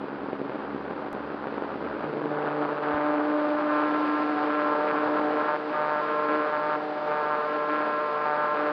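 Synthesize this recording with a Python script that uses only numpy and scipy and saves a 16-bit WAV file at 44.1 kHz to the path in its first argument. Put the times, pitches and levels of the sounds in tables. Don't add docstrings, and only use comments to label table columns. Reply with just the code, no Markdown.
import sys
import numpy as np
from scipy import signal
from scipy.fft import irfft
from scipy.io import wavfile
from scipy.ndimage import uniform_filter1d

SR = 44100
rng = np.random.default_rng(int(sys.argv[2]) if len(sys.argv) > 2 else 0)


def linear_from_db(decibels):
    return 10 ** (np.asarray(decibels, float) / 20)


def waveform_to_disk(signal):
    frames = np.transpose(np.atleast_2d(signal))
    scaled = np.clip(frames, -1, 1) * 32767
    samples = np.round(scaled).astype(np.int16)
    wavfile.write(sys.argv[1], SR, samples)


N = 384552
T = np.arange(N) / SR
LOCK_S = 2.3


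def evened(x):
    return x / np.sqrt(np.mean(x ** 2) + 1e-20)


def columns(rows, t):
    s, *values = np.transpose(rows)
    return [np.interp(t, s, v) for v in values]


def held(rows, t):
    s, *values = np.transpose(rows)
    row = np.maximum(np.searchsorted(s, t) - 1, 0)
    return np.array(values)[:, row]


def drift(hz):
    span = int(SR / hz)
    once = uniform_filter1d(rng.standard_normal(N), span)
    return evened(uniform_filter1d(once, span))


def clicks(s, size):
    at = np.clip(s * SR, 0, N - 2)
    first, part = at.astype(int), at % 1
    out = np.bincount(first, size * (1 - part), N)
    return out + np.bincount(first + 1, size * part, N)


def coloured(x, points):
    hz, db = np.transpose(points)
    grid_hz = abs(np.fft.fftfreq(4096, 1 / SR))
    log_gain = np.log(linear_from_db(np.interp(np.log(grid_hz + 1), np.log(hz), db)))
    minimum_phase = np.exp(signal.hilbert(log_gain).conj())
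    taps = np.fft.ifft(minimum_phase).real[:2048]
    return signal.oaconvolve(x, taps / np.linalg.norm(taps))[:N]


def compact(x, points, lean):
    hz, db = np.transpose(points)
    grid_hz = np.fft.rfftfreq(2048, 1 / SR)
    gain = linear_from_db(np.interp(np.log(grid_hz + 1), np.log(hz), db))
    taps = np.fft.fftshift(irfft(gain * np.exp(-1j * lean)))
    return signal.oaconvolve(x, taps / np.linalg.norm(taps), "same")


# t/s, shaft f/Hz, bounce level/dB, half-order hum level/dB
RUN_UP = [(0, 139.1, -40, -59), (.55, 139, -39.5, -66), (.85, 139.7, -39.5, -53), (1, 146.3, -40, -58.5),
          (1.4, 147.2, -42, -58), (1.5, 142.5, -42, -59.5), (1.9, 145.7, -38, -55),
          (2.12, 149.5, -35.5, -63), (2.4, 148.8, -45, -98)]
# t/s, shaft f/Hz
SHAFT = [(2.0, 148.8), (2.5, 148.2), (2.9, 148.6), (3.3, 149.3), (3.8, 149.8), (4.3, 149.8), (4.55, 149.1),
         (4.9, 150.2), (5.3, 150.3), (5.8, 151), (6.0, 150.4), (6.65, 150.9), (7.2, 150), (7.8, 150.2),
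         (8.2, 149.5), (8.72, 149.4)]


def shaft(hunt_turns=.011):
    hz = np.where(T < SHAFT[0][0], columns(RUN_UP, T)[0], columns(SHAFT, T)[0])
    return hz, np.cumsum(hz) / SR + hunt_turns * drift(15)


SHAFT_HZ, TURNS = shaft()

# start t/s, length t/s, level/dB
FLOATS = [
    (2.697, 0.14, 1.5),
    (5.55, 0.18, -4),
    (6.779, 0.2, -4),
    (6.968, 0.11, -2.5),
]


def floating_db(t):
    leave_s, reseat_s = .013, .03
    dips = []
    for s, length, db in FLOATS:
        apart = np.minimum((t - s) / leave_s, (s + length - t) / reseat_s)
        dips.append(db * np.clip(apart, 0, 1))
    return np.min(dips, axis=0)


# centre t/s, length t/s, level/dB
GUSTS = [
    (2.244, 0.081, 5),
    (5.698, 0.11, 11.5),
    (6.099, 0.23, 7),
    (6.35, 0.27, 15),
    (7.55, 0.098, 12.5),
    (7.769, 0.27, 10.5),
    (8.682, 0.38, 13.5),
]


def gust_db(t):
    return sum(db * np.cos(np.pi * np.clip((t - s) / length, -.5, .5)) for s, length, db in GUSTS)


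# t/s, wing flex on order 2 level/dB, body shake on order 4 level/dB
HUM = [(2.0, -43, -33), (2.12, -43, -52), (2.3, -37, -42), (2.34, -58, -42), (2.62, -37, -66),
       (2.75, -51, -43.5), (2.85, -34.5, -38), (3.1, -29.5, -34.5), (3.5, -30, -31.5), (3.85, -30.5, -34),
       (4.08, -29, -48.5), (4.43, -31.5, -42), (4.52, -32, -33.5), (4.92, -36, -35.5), (5.02, -30, -36),
       (5.28, -31, -35), (5.5, -37, -36.5), (5.75, -49.5, -36.5), (5.98, -61, -37.5), (6.05, -43, -34.5),
       (6.47, -48.5, -33.5), (6.55, -41, -36), (6.75, -39.5, -36.5), (7.1, -41.5, -34), (7.2, -45, -38.5),
       (7.32, -47, -35), (8.0, -44.5, -34.5), (8.1, -53.5, -37), (8.25, -49, -39), (8.72, -49, -32)]
# t/s, level/dB
THIRD = [(2.0, -48), (2.05, -43), (2.28, -40), (2.33, -58), (2.72, -53), (2.8, -34.5), (3.35, -39.5),
         (3.61, -60), (3.78, -39.5), (4.15, -49), (4.28, -39), (4.65, -37.5), (5.0, -36), (5.33, -36),
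         (5.58, -38.5), (5.72, -43), (6.34, -33), (6.47, -38), (6.9, -37.5), (7.0, -55), (7.09, -33.5),
         (7.36, -38), (7.5, -39), (8.0, -38.5), (8.72, -37.5)]
# t/s, level/dB
FIFTH = [(2.0, -54), (2.8, -47), (3.0, -49), (4.15, -48.5), (4.3, -39.5), (4.55, -39.5), (4.85, -43),
         (5.3, -37.5), (5.5, -53.5), (6.7, -55), (6.85, -39), (7.05, -45), (7.2, -43), (8.72, -41)]
HUM_LEANS = (3, -.6, -.8, 1.9, 1)
# from t/s, order 2 angle/rad
AIRBORNE = (5.45, -1.0)


def hum(waver_db=-0.1, sway_db=1.25, lighten_db=-5, wander_db=1.0):
    fade_in = np.clip((T - HUM[0][0]) / 0.083, 0, 1)
    flex_db, shake_db = columns(HUM, T)
    lift_off_s, rolling_db, flying_db = 3.1, -48, -60
    first_db = np.interp(T, [2.65, lift_off_s, lift_off_s + 0.064],
                         [rolling_db, rolling_db + lighten_db, flying_db])
    third_db = columns(THIRD, T)[0] + wander_db * drift(4.1)
    fifth_db = columns(FIFTH, T)[0] + wander_db * drift(7.1)
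    levels = [first_db, flex_db + gust_db(T), third_db, shake_db + floating_db(T), fifth_db]
    airborne_s, airborne_lean = AIRBORNE
    locked = 0
    for k, (db, lean) in enumerate(zip(levels, HUM_LEANS), 1):
        if k == 2:
            lean = lean + airborne_lean * np.clip(10 * (T - airborne_s), 0, 1)
        level = linear_from_db(db + waver_db * drift(45) + sway_db * drift(32))
        angle = 2 * np.pi * k * (TURNS - .66)
        locked = locked + level * np.cos(angle - lean + .2 * drift(54))
    half_level = linear_from_db(columns(RUN_UP, T)[2] - 1.5 + 2.7 * drift(16))
    half = half_level * np.sin(1.05 * np.pi * TURNS + 1.3 * drift(20))
    return np.sqrt(2) * (fade_in * locked + half)


# t/s, back, front and far level/dB
KNOCKS = [(2.81, -37, -55, -51), (2.91, -32.5, -48, -58), (3.16, -47.5, -45.5, -38.5),
          (3.56, -59, -39, -36.5), (3.69, -46, -34, -34.5), (3.88, -49, -42, -34), (3.9, -47, -39, -42),
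          (3.93, -47, -35, -35.5), (4.06, -59, -34, -33.5), (4.23, -54, -36.5, -41.5),
          (4.49, -55, -33, -42), (4.55, -53, -34.5, -33.5), (4.65, -44, -37.5, -30.5),
          (4.73, -32.5, -47, -37), (4.87, -44, -32.5, -52), (4.92, -41, -52, -33), (4.95, -48, -33, -43),
          (5.03, -39, -46, -38), (5.16, -45, -37, -35), (5.19, -37.5, -43, -39), (5.32, -54, -33, -50),
          (5.37, -40, -35.5, -35.5), (5.48, -28.5, -51, -38), (5.51, -29, -52, -53), (5.56, -44, -53, -45),
          (5.61, -52, -48, -47), (5.72, -30.5, -42, -34.5), (5.77, -29, -45, -43), (5.93, -29.5, -39, -38),
          (6.01, -56, -35.5, -34.5), (6.28, -46, -30, -36), (6.36, -56, -34, -39.5), (6.49, -34, -42, -43),
          (6.52, -29, -41.5, -37), (6.57, -38.5, -46, -32), (6.62, -29.5, -45, -38), (6.76, -42, -55, -44),
          (6.84, -45, -52, -57), (6.94, -40, -51, -43), (7.07, -30.5, -49, -41), (7.15, -30, -45, -38),
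          (7.355, -47, -37, -34), (7.69, -48, -31.5, -35.5), (7.82, -56, -34.5, -34.5),
          (8.03, -47.5, -37, -32), (8.25, -28, -44, -38.5), (8.36, -30.5, -38.5, -33),
          (8.46, -45, -37, -33), (8.54, -51, -32.5, -38.5)]
# from t/s, back, front and far angle/turns
SEATS = [
    (2.8, .65, .73, 1.24),
    (3.56, .66, .77, 1.26),
    (3.9, .64, .69, 1.26),
    (4.5, .655, .745, 1.22),
]
KNOCK_LEANS = (2.0, 1.2, 0)
# from t/s, to t/s, extra scatter level/dB
RESTLESS = (4.5, 5.5, .7)
# f/Hz, level/dB
BACK_COLOUR = [(50, -55), (150, -18), (300, -1), (450, 3), (640, -1), (900, 6), (1250, 5), (1650, -2),
               (1950, -14), (2400, -16), (4500, -46), (9000, -74)]
# f/Hz, level/dB
FRONT_COLOUR = [(300, -47), (480, -29.5), (750, -5), (1050, 6.5), (1350, 6.5), (1650, 1.5), (1950, -9.5),
                (2400, -9.5), (4500, -38), (9000, -72)]
# f/Hz, level/dB
KNOCK_COLOUR = [(300, -43.5), (480, -37), (750, -5.5), (1050, 9), (1350, 4), (1650, -4.5), (1950, -19.5),
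                (2400, -18.5), (4500, -49), (9000, -74.5)]


def knocks(flutter_db=0.87, scatter_db=1.0, jitter_turns=.006, creep_turns=.007):
    turn = np.arange(int(np.interp(KNOCKS[0][0], T, TURNS)) + 1, int(TURNS[-1]) - 1)
    at = np.interp(turn, TURNS, T)
    chance = rng.standard_normal((len(turn), 3, 2)).T
    flutter = flutter_db * np.array([np.interp(at, T, drift(17)) for _ in KNOCK_LEANS])
    creep = creep_turns * np.array([np.interp(at, T, drift(34)) for _ in KNOCK_LEANS])
    s = np.interp(turn + held(SEATS, at) + creep + jitter_turns * chance[0], TURNS, T)
    from_s, to_s, extra_db = RESTLESS
    scatter = scatter_db + extra_db * (at > from_s) * (at < to_s)
    size = linear_from_db(held(KNOCKS, at) + flutter + scatter * chance[1])
    colours = (BACK_COLOUR, FRONT_COLOUR, KNOCK_COLOUR)
    contacts = zip(s, size, colours, KNOCK_LEANS)
    total = sum(compact(clicks(when, hit), colour, lean) for when, hit, colour, lean in contacts)
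    return np.sqrt(SR / SHAFT_HZ) * total


# t/s, peak level/dB
LANDINGS = [(0.082, -20), (0.157, -26), (0.182, -23), (0.241, -22), (0.285, -23), (0.4, -27), (0.463, -31),
            (0.494, -18), (0.554, -21), (0.716, -30), (0.746, -20), (0.852, -23), (0.879, -23),
            (0.908, -18), (1.022, -21), (1.064, -25), (1.148, -18), (1.204, -28), (1.247, -28),
            (1.272, -25), (1.319, -24), (1.344, -19), (1.469, -15.5), (1.524, -20.5), (1.541, -22.5),
            (1.579, -17.5), (1.621, -16), (1.724, -27), (1.85, -21), (1.863, -19), (1.939, -22),
            (1.965, -21), (2.006, -20), (2.041, -17), (2.169, -18), (2.216, -18.5), (2.256, -17)]
# f/Hz, level/dB
BOUNCE_COLOUR = [(60, -48), (130, -6), (250, 1.5), (400, 6), (650, -1), (1400, -31), (2200, -22),
                 (5000, -44.5)]


def bounces(scatter_db=3.5, jitter_turns=0.173, between_db=-6, soft_db=-1.5, landing_db=12.5, crack_db=-15.0):
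    turn = np.arange(2, int(np.interp(RUN_UP[-1][0], T, TURNS)))
    chance = rng.standard_normal((len(turn), 2)).T
    s = np.interp(turn + jitter_turns * chance[0], TURNS, T)
    db = columns(RUN_UP, s)[1] + soft_db + between_db * (turn % 2) + scatter_db * chance[1]
    train = np.sqrt(2 * SR / SHAFT_HZ) * clicks(s, linear_from_db(db))
    hard_s, hard_db = np.transpose(LANDINGS)
    hard = clicks(hard_s + .002, linear_from_db(hard_db + landing_db))
    crack = linear_from_db(crack_db) * compact(hard, KNOCK_COLOUR, np.pi / 4)
    return compact(train + hard, BOUNCE_COLOUR, np.pi / 4) + crack


# t/s, level/dB
RATTLE = [(2.295, -53), (2.315, -31), (2.38, -33.5), (2.45, -31), (2.52, -34), (2.58, -30.5), (2.69, -34),
          (2.73, -31.5), (2.8, -46)]
# f/Hz, level/dB
RATTLE_COLOUR = [(40, -63), (120, -17), (300, 1), (450, 3.5), (650, 1), (1000, -9), (1600, -17.5),
                 (2500, -36), (5000, -43)]


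def rattle(scatter_db=3.5, jitter_turns=.022, slap_turns=.32):
    turn = np.arange(*np.interp([RATTLE[0][0], RATTLE[-1][0]], T, TURNS).astype(int))
    chance = rng.standard_normal((len(turn), 2)).T
    s = np.interp(turn + slap_turns + jitter_turns * chance[0], TURNS, T)
    train = clicks(s, linear_from_db(columns(RATTLE, s)[0] + scatter_db * np.tanh(chance[1])))
    return np.sqrt(SR / SHAFT_HZ) * compact(train, RATTLE_COLOUR, np.pi)


# shaft order, level/dB
IDLE = [(1.5, -46.5), (2, -41)]


def idle(wobble=0.89, waver_db=-0.5):
    fade_out = np.clip((HUM[0][0] + 0.11 - T) / 0.091, 0, 1)
    tones = 0
    for k, db in IDLE:
        level = linear_from_db(db + waver_db * drift(6.9))
        tones = tones + level * np.cos(2 * np.pi * k * TURNS + wobble * drift(30))
    return fade_out * tones


# t/s, level/dB
SHAKE = [(0, -45.5), (1.9, -42), (2.3, -42.5), (2.325, -39), (2.42, -38), (2.52, -37.5), (2.6, -38.5),
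         (2.75, -39), (2.9, -36), (3.8, -38.5), (4.3, -41.5), (4.95, -36), (5.4, -39.5), (6.1, -42),
         (7.4, -43.5), (8.72, -42.5)]
# f/Hz, level/dB
CHATTER_COLOUR = [(60, -43), (120, -15.5), (220, -6), (400, 0.5), (800, 3), (1500, -1), (2000, -14),
                  (3000, -22), (5000, -37), (9000, -54)]


def chatter(per_s=1500., spread_db=2.0, lift_db=5.0, surge_db=0.95):
    free = T < LOCK_S
    rattling = (T > LOCK_S) & (T < KNOCKS[0][0])
    bunches = np.select([free, rattling], [.5, 1], 2)
    tight = np.select([free, rattling], [.45, 2], 1.2)
    angle = 2 * np.pi * (TURNS - SEATS[0][2])
    odds = per_s / SR * np.exp(tight * np.cos(bunches * angle)) / np.i0(tight)
    sign = np.sign(rng.random(N) - np.where(rattling, .75, .5))
    size = linear_from_db(spread_db * np.minimum(rng.exponential(1, N), 5)) * sign
    ticks = evened(size * (rng.random(N) < odds))
    db = columns(SHAKE, T)[0] + .48 * floating_db(T) + 0.19 * gust_db(T) + surge_db * drift(13.0)
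    return coloured(ticks * linear_from_db(db + lift_db + 0.41 * drift(60)), CHATTER_COLOUR)


# t/s, level/dB, f/Hz, sharpness per s
BUMP = (2.9445, -35.5, 75, 170)


def bump():
    s, db, hz, sharp = BUMP
    return -linear_from_db(db) * np.exp(-(sharp * (T - s)) ** 2) * np.cos(2 * np.pi * hz * (T - s))


# t/s, level/dB
WASH = [(0, -60.5), (2.6, -58), (2.9, -56), (4.1, -50), (4.9, -51.5), (8.72, -51.5)]
# f/Hz, level/dB
AIR_COLOUR = [(80, -30.5), (200, 12.5), (500, 19), (1400, 12), (2000, 7), (3000, -1), (4800, -6.5),
              (9000, -7.5)]


def air(lift_db=13.0, flicker_db=0.55):
    db = columns(WASH, T)[0] + 0.048 * gust_db(T) + 0.34 * floating_db(T)
    level = linear_from_db(db + lift_db + flicker_db * drift(30))
    return coloured(level * rng.standard_normal(N), AIR_COLOUR)


def scene():
    motor = hum() + idle()
    mount = knocks() + bounces() + rattle()
    return (motor + mount + chatter() + bump() + air())[None]


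def top_cut(x):
    return signal.sosfilt(signal.butter(12, 15800, fs=SR, output="sos"), x)


# f/Hz, level/dB
CAMERA = [(4800, 1), (5400, -11.5), (6000, -15), (6500, -36), (7000, -25.5), (7500, -39), (7900, -24),
          (8600, -25), (9500, -27), (10500, -43.5), (12000, -40), (16000, -53.5)]
# t/s, level/dB, settling rate per s
SPLICE = (1.12985, -31, 1208)


def record(dry):
    hz = np.linspace(0, SR / 2, 1025)
    low_pass = signal.firwin2(1023, hz, linear_from_db(np.interp(hz, *np.transpose(CAMERA))), fs=SR)
    x = signal.oaconvolve(dry, low_pass[None], "same")
    notch_hz, notch_width_hz, low_cut_hz = 693.4, 33, 55
    x = signal.lfilter(*signal.iirnotch(notch_hz, notch_hz / notch_width_hz, SR), x)
    x = signal.sosfilt(signal.butter(2, low_cut_hz, "high", fs=SR, output="sos"), x)
    s, db, rate = SPLICE
    x = x + linear_from_db(db) * (T > s) * np.exp(-rate * abs(T - s))
    end_s = .0006
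    x = x * np.minimum((T[-1] - T) / end_s, 1) + linear_from_db(-95.5) * rng.standard_normal(N)
    return top_cut(x)


dry = scene()
out = record(dry)
waveform_to_disk(out)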